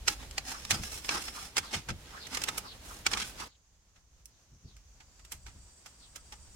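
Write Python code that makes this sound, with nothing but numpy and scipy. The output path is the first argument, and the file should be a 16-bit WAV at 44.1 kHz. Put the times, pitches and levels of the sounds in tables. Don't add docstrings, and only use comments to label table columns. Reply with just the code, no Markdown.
import sys
import numpy as np
from scipy import signal
from scipy.fft import rfft, irfft, next_fast_len
from scipy.io import wavfile
from scipy.ndimage import uniform_filter1d

SR = 44100
rng = np.random.default_rng(int(sys.argv[2]) if len(sys.argv) > 2 else 0)


def store_pcm(level_fs):
    pcm = np.round(np.clip(level_fs, -1, 1) * 32767).astype(np.int16)
    wavfile.write(sys.argv[1], SR, np.atleast_2d(pcm).T)


N = 288855
TIME = np.arange(N) / SR
MOVE_S = 3.475

# peak_s, level_db, slip_ms, decay_ms, treble_db
SNAPS = [(.082, -13.5, 2.93, 3.25, -1), (.311, -35, .5, 1.44, -2), (0.3809, -21.5, .6, 3.65, -3),
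         (.6508, -32.5, 0.47, 4.3, -1.5), (0.7087, -16, 1.84, 3.63, 6.5), (0.7147, -18, 1.09, 3.9, -12),
         (.835, -32, .5, 5.1, 6), (1.047, -36, 2.16, 6.6, -3), (1.091, -19, .7, 3.5, -17),
         (1.282, -34, 3.86, 7.3, -12), (1.569, -20, 2, 4.6, -1), (1.581, -18.5, 2.26, 5.4, 4),
         (1.739, -26, 2.1, 6, -12), (1.8879, -30, 0.72, 10.7, -6), (1.903, -32.5, 0.98, 7, -11),
         (2.269, -36.5, .6, 3.8, 4), (2.349, -25, 2.4, 2.8, 4), (2.3715, -26, 0.64, 5, -2),
         (2.418, -28, 0.57, 3.1, 3), (2.4384, -20, 0.97, 1.95, 8.5), (2.486, -24, 5.47, 6.3, -1.5),
         (2.581, -25.5, 3.1, 5.6, 15.5), (3.0654, -13.2, .45, 2.82, -5), (3.115, -30, 0.94, 5.5, 2),
         (3.1344, -18.5, .6, 3.2, -12.5), (3.1731, -26, 0.46, 4.1, -3.5), (3.96, -59.5, 2, 10, -9),
         (4.257, -35, 0.097, .9, 22), (4.767, -51, 0.52, 3.5, 2), (5.005, -51, 2.02, 11, -7),
         (5.195, -53.5, 1.1, 5.7, -1), (5.2494, -46.5, 0.58, 4.4, 8), (5.321, -31.5, 1.5, 4.6, 14.5),
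         (5.464, -46.5, 1, 25, -3), (5.86, -43, .5, 10, 6), (6.159, -36.5, .3, 5.8, 9.5),
         (6.3241, -40, 0.89, 7.9, -2)]


def snaps(slip_db=-3, chatter_db=2, scuff_db=-12.5, scuff_ms=5.5, rattle_ms=21):
    out = np.zeros((2, N))
    for peak_s, level_db, slip_ms, decay_ms, treble_db in SNAPS:
        far = peak_s > MOVE_S
        pan_db = -4 - .1 * treble_db
        body_db = min(7 * softness_octaves(decay_ms), 2.5) - 1.5 * far
        # freq_hz, density_db
        colour = [(60, -22), (250, -2), (520, -3.5), (720, -6.5), (1300, -1), (2300, 3), (3900, -2),
                  (5500, -2), (7500, -1), (9500, -7), (12000, -13.5), (16000, -20)]

        t, blow = swell(slip_ms, decay_ms)
        blow *= undb(slip_db * (t < 0))
        force = rng.standard_normal((2, len(t))) * blow * undb(chatter_db * walk(900, len(t)))
        crack = unit(strip(force, colour, body_db, treble_db, pan_db))
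        add(out, crack * rms(blow) * undb(level_db), peak_s + t[0])

        t, shake = swell(scuff_ms, rattle_ms)
        rattle_db = -11 if far else -18.5
        shake *= undb(level_db + np.where(t < 0, scuff_db, rattle_db))
        shake *= min(decay_ms / 4, 1)
        force = rng.standard_normal((2, len(t))) * shake
        rattle = strip(force, colour, body_db + 4, treble_db - 3, pan_db / 2)
        add(out, rattle, peak_s + t[0])
    return out


def softness_octaves(decay_ms, plain_ms=6.4):
    return np.log2(max(decay_ms, .3) / plain_ms)


def slides(judder_db=1.7, judder_hz=219, handover_hz=35, threading_s=(.45, 1.5), plain_pull_db=-37):
    # start_s, length_s, level_db, body_db, treble_db
    pulls = [(0.091, 0.022, -36, -1.5, -2), (0.206, 0.02, -47.5, 6, -6), (0.474, 0.043, -37, -0.5, -2),
             (0.552, 0.17, -48.5, -5, -4), (.725, 0.038, -35, 4.5, -1.5), (0.831, 0.04, -40, -5.5, 0),
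             (0.919, 0.059, -41, -6, 3), (1.049, .03, -44, -2, 7), (1.109, 0.067, -33.5, 3, -5),
             (1.211, 0.086, -42, 0, 1.5), (1.349, 0.11, -43, -0.5, 0), (1.629, 0.053, -50, 1, -6),
             (1.738, 0.019, -34.5, 0, -8.5), (2.06, 0.16, -54, 1, -11), (2.33, 0.038, -37.5, 0, -5),
             (2.4, 0.19, -47.5, 5.5, -5), (2.852, 0.14, -50, 1, 5.5), (3.12, .012, -36.5, 5, -4),
             (3.194, .025, -34, -7, -12), (3.268, 0.0084, -41.5, -2.5, 4.5), (3.401, 0.011, -39, -1, -9.5)]
    # freq_hz, density_db
    colour = [(60, -20.5), (250, 3), (600, -8), (1300, -3.5), (2500, -0.5), (3900, -3), (5500, -2.5),
              (7500, -1), (10000, -4), (12500, -10), (16000, -15)]
    out = np.zeros((2, N))
    for start_s, length_s, level_db, body_db, treble_db in pulls:
        t, speed = pull(length_s)
        threading = threading_s[0] < start_s < threading_s[1]
        rasp_db = (4 - .35 * (level_db - plain_pull_db)) * threading
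        judder = unit(undb(judder_db * walk(judder_hz, len(t))))
        lean = np.tanh(2 * walk(handover_hz, len(t)))
        for share in ((1 + lean) / 2, (1 - lean) / 2):
            force = fibres(len(t)) * judder * speed * np.sqrt(share)
            scrape = strip(force, colour, body_db, treble_db, pan_db=-2.5, rasp_db=rasp_db, echo=.32)
            add(out, scrape * undb(level_db), start_s + t[0])
    return out


def pull(length_s, rise_s=.015, release_s=.027, sag_db_per_s=12):
    t = np.arange(-int(.05 * SR), int((length_s + .2) * SR)) / SR
    edges = np.minimum(t, 0) / rise_s - np.maximum(t - length_s, 0) / release_s
    return t, np.exp(edges) * undb(-sag_db_per_s * np.clip(t, 0, length_s))


def fibres(size, grains_per_s=6000, spread_db=3, ticks_per_s=110, tick_db=14):
    shape = (2, size)
    strengths = undb(spread_db * np.minimum(rng.exponential(size=shape), 4))
    grains = (rng.random(shape) < grains_per_s / SR) * rng.choice([-1, 1], shape) * strengths
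    splinters = rng.random(size) < ticks_per_s / SR
    ticks = splinters * rng.choice([-1, 1], shape) * rng.uniform(.8, 1.5, size)
    return unit(unit(grains) + undb(tick_db) * ticks)


def strip(force, colour, body_db, treble_db, pan_db, rasp_db=0, detune=.039, echo=.19, echo_s=.007):
    # pitch_hz, width_hz, boost_db
    modes = [(817, 164, 7), (1291, 210, 5.5), (1587, 130, 3.5), (2095, 160, 3), (2665, 77, 3.5),
             (2890, 64, 2.5), (3357, 170, 4), (4200, 130, 4.5), (5235, 280, 6.5), (6030, 360, 1.5),
             (6170, 230, 3.5), (8500, 280, 0.5)]
    shifts = 1 + detune * rng.standard_normal(len(modes))
    drives = rng.uniform(.4, 2.09, size=len(modes))
    lags_s = echo_s * rng.uniform(.1453, 1, size=4)

    def response_db(hz):
        modes_db = sum(db * drive * bell(hz, pitch_hz * shift, width_hz)
                       for (pitch_hz, width_hz, db), shift, drive in zip(modes, shifts, drives))
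        edge_db = rasp_db * bell(hz, centre_hz=5330, width_hz=480)
        contact_db = body_db / (1 + (hz / 1700) ** 4) + treble_db / (1 + (8000 / hz) ** 4)
        crossings = 1 + echo * np.exp(-2j * np.pi * np.outer(lags_s, hz)).sum(axis=0)
        comb_db = 20 * np.log10(abs(crossings) + 1e-3)
        return colour_db(colour, hz) + modes_db + edge_db + contact_db + comb_db
    return radiate(force, response_db, pan_db)


def thuds(rise_ms=12, press_fall_ms=32, snap_fall_ms=20, lag_s=.014):
    # peak_s, level_db
    presses = [(.725, -36), (0.795, -38.5), (1.12, -52), (1.762, -39), (1.91, -35.5), (3.13, -50),
               (3.41, -55), (4.529, -55), (4.655, -47), (5.34, -55), (5.558, -54)]
    # freq_hz, density_db
    colour = [(20, -13.5), (45, -8), (75, 1), (115, -3), (190, -7), (300, -18.5), (550, -28.5), (1500, -50),
              (5000, -78.5)]
    loads = [(peak_s, level_db, press_fall_ms) for peak_s, level_db in presses]
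    for snap_s, snap_db, _, decay_ms, _ in SNAPS:
        thud_db = snap_db - 26.5 + 7.5 * softness_octaves(decay_ms)
        loads.append((snap_s + lag_s, thud_db, snap_fall_ms))
    out = np.zeros((2, N))
    for peak_s, level_db, fall_ms in loads:
        t, load = swell(rise_ms, fall_ms)
        boom = radiate(rng.standard_normal((2, len(t))) * load, lambda hz: colour_db(colour, hz))
        add(out, unit(boom) * rms(load) * undb(level_db), peak_s + t[0])
    return out


def rubs(width_hz=450, rise_ms=16, fall_ms=18):
    # peak_s, pitch_hz, level_db
    touches = [(.55, 1348, -43), (1.16, 1290, -35.5), (1.38, 1244, -42.5), (1.645, 1246, -48),
               (2.15, 1195, -45.5), (2.18, 1600, -46), (2.66, 1142, -46), (2.915, 1242, -47),
               (3.17, 1200, -37.5), (3.425, 1107, -41.5)]
    out = np.zeros((2, N))
    for peak_s, pitch_hz, level_db in touches:
        t, strength = swell(rise_ms, fall_ms)
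        ring = noise_band(np.full(len(t), pitch_hz), width_hz)
        add(out, ring * strength * undb(level_db), peak_s + t[0])
    return out


def bird(high_hz=5200, low_hz=3300, length_s=.105, blur_hz=1150, flutter_db=1.9):
    # start_s, level_db
    chirps = [(1.624, -51), (2.18, -48.5), (2.644, -50), (3.465, -66.5), (4.3, -74), (4.65, -64),
              (5.983, -60.5)]
    progress = np.linspace(0, 1, int(length_s * SR))
    pitch_hz = high_hz * (low_hz / high_hz) ** progress
    envelope = np.sqrt(abs(np.sin(np.pi * progress)))
    out = np.zeros((2, N))
    for start_s, level_db in chirps:
        chirp = noise_band(pitch_hz, blur_hz)
        flutter = unit(undb(flutter_db * walk(85, len(progress))))
        add(out, chirp * flutter * envelope * undb(level_db), start_s)
    return out


def cicadas(hiss_width_hz=1100, flutter_db=1):
    # time_s, hiss_hz, hiss_db, shrill_db
    chorus = [(3.4, 6840, -71, -84.5), (3.8, 6480, -78, -83.5), (4.4, 6200, -72, -95.5),
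              (4.85, 6040, -71, -80), (5.1, 6800, -74, -68), (5.4, 7950, -67, -67.5),
              (5.9, 8160, -65, -66.5), (6.55, 8190, -64, -65)]
    # pitch_hz, width_hz, gain_db
    lines = [(4740, 140, -6), (5500, 200, -11), (5900, 150, -6.5), (6640, 220, -18), (7100, 170, -2.5),
             (7700, 150, -10.5), (8060, 150, -11.5)]
    hiss_hz, hiss_db, shrill_db = curves(chorus)
    shrill = sum(undb(db) * noise_band(np.full(N, hz), width_hz) for hz, width_hz, db in lines)
    hiss = noise_band(hiss_hz, hiss_width_hz)
    return (undb(hiss_db) * hiss + undb(shrill_db) * shrill) * undb(flutter_db * walk(40, N))


def rumble():
    # freq_hz, density_db
    colour = [(15, -19), (25, -10), (40, -5.5), (50, -1), (56, 0.5), (66, -3.5), (80, -9.5), (115, -13.5),
              (200, -29.5), (500, -55)]
    # time_s, level_db
    levels = [(0, -47), (.36, -49), (.48, -56), (.75, -49.5), (1.6, -58), (3.1, -53), (3.44, -56),
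              (3.54, -68.5), (4.2, -62.5), (4.4, -67.5), (4.8, -58), (5.15, -63), (5.5, -52.5), (5.8, -67),
              (6.55, -52.5)]
    return noise_bed(colour) * undb(curves(levels)[0])


def rustle(far_db=-71.5, growth_db_per_s=3.5, crossfade_s=.009, flicker_db=1):
    # freq_hz, density_db
    near_colour = [(40, -6.5), (150, 5.5), (300, 2), (700, -0.5), (1300, -3.5), (2000, -3), (4000, -3.5),
                   (6000, -6), (10000, -11), (16000, -18)]
    # freq_hz, density_db
    far_colour = [(40, 4), (160, 6.5), (400, 1), (900, 0), (2200, -3.5), (3000, -3.5), (4000, -3.5),
                  (6500, 0.5), (10000, -13), (16000, -18)]
    # time_s, level_db
    near_levels = [(0, -55), (.35, -53.5), (.8, -52), (1.5, -54), (1.85, -55.5), (2.55, -49), (2.78, -54),
                   (3.45, -51.5)]
    near = noise_bed(near_colour) * undb(curves(near_levels)[0])
    far = noise_bed(far_colour) * undb(far_db + growth_db_per_s * (TIME - MOVE_S))
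    away = np.clip((TIME - MOVE_S) / crossfade_s, 0, 1)
    return ((1 - away) * near + away * far) * undb(flicker_db * walk(22, N))


def radiate(force, response_db, pan_db=0, wide_hz=2100):
    size = 2 * next_fast_len(force.shape[1] // 2 + 2048)
    hz = np.maximum(np.fft.rfftfreq(size, 1 / SR), 1)
    cepstrum = irfft(np.log(unit(undb(response_db(hz)))))
    cepstrum[1:size // 2] *= 2
    cepstrum[size // 2 + 1:] = 0
    mid, side = rfft(force, size) * np.exp(rfft(cepstrum))
    width = np.clip((hz / wide_hz) ** .7, .19, 1)
    ears = undb(np.outer([.5, -.5], pan_db * width))
    ears /= np.sqrt(np.mean(ears ** 2, axis=0) * (1 + width ** 2))
    return irfft(ears * [mid + width * side, mid - width * side])[:, :force.shape[1]]


def noise_bed(colour):
    return radiate(rng.standard_normal((2, N)), lambda hz: colour_db(colour, hz), pan_db=-2)


def noise_band(pitch_hz, width_hz):
    lowpass = signal.butter(2, width_hz / 2, fs=SR, output="sos")
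    blur = signal.sosfilt(lowpass, rng.standard_normal((2, len(pitch_hz), 2)) @ [1, 1j])
    carrier = np.exp(2j * np.pi * np.cumsum(pitch_hz) / SR)
    return unit(np.real(blur * carrier))


def swell(rise_ms, fall_ms):
    rise_s, fall_s = max(rise_ms, .05) / 1000, max(fall_ms, .3) / 1000
    t = np.arange(-int(5 * rise_s * SR), int((6 * fall_s + .1) * SR)) / SR
    return t, np.exp(-np.maximum(-t / rise_s, t / fall_s))


def walk(rate_hz, size):
    hold = max(int(SR / rate_hz), 1)
    steps = np.repeat(rng.standard_normal(size // hold + 1), hold)
    return 1.48 * uniform_filter1d(steps, hold)[:size]


def bell(hz, centre_hz, width_hz):
    return 1 / (1 + (2 * (hz - centre_hz) / width_hz) ** 2)


def colour_db(points, hz):
    points_hz, db = np.transpose(points)
    return np.interp(np.log(hz), np.log(points_hz), db)


def curves(table):
    time_s, *columns = np.transpose(table)
    return [np.interp(TIME, time_s, column) for column in columns]


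def add(out, sound, start_s):
    first = int(round(start_s * SR))
    a, b = max(first, 0), min(first + sound.shape[1], N)
    out[:, a:b] += sound[:, a - first:b - first]


def undb(db):
    return 10 ** (np.asarray(db) / 20)


def rms(x):
    return np.sqrt(np.mean(x ** 2))


def unit(x):
    return x / rms(x)


def scene():
    return snaps() + slides() + thuds() + rubs() + bird() + cicadas() + rumble() + rustle()


def record(dry):
    return signal.sosfilt(signal.ellip(10, .2, 70, 16100, fs=SR, output="sos"), dry)


dry = scene()
out = record(dry)
store_pcm(out)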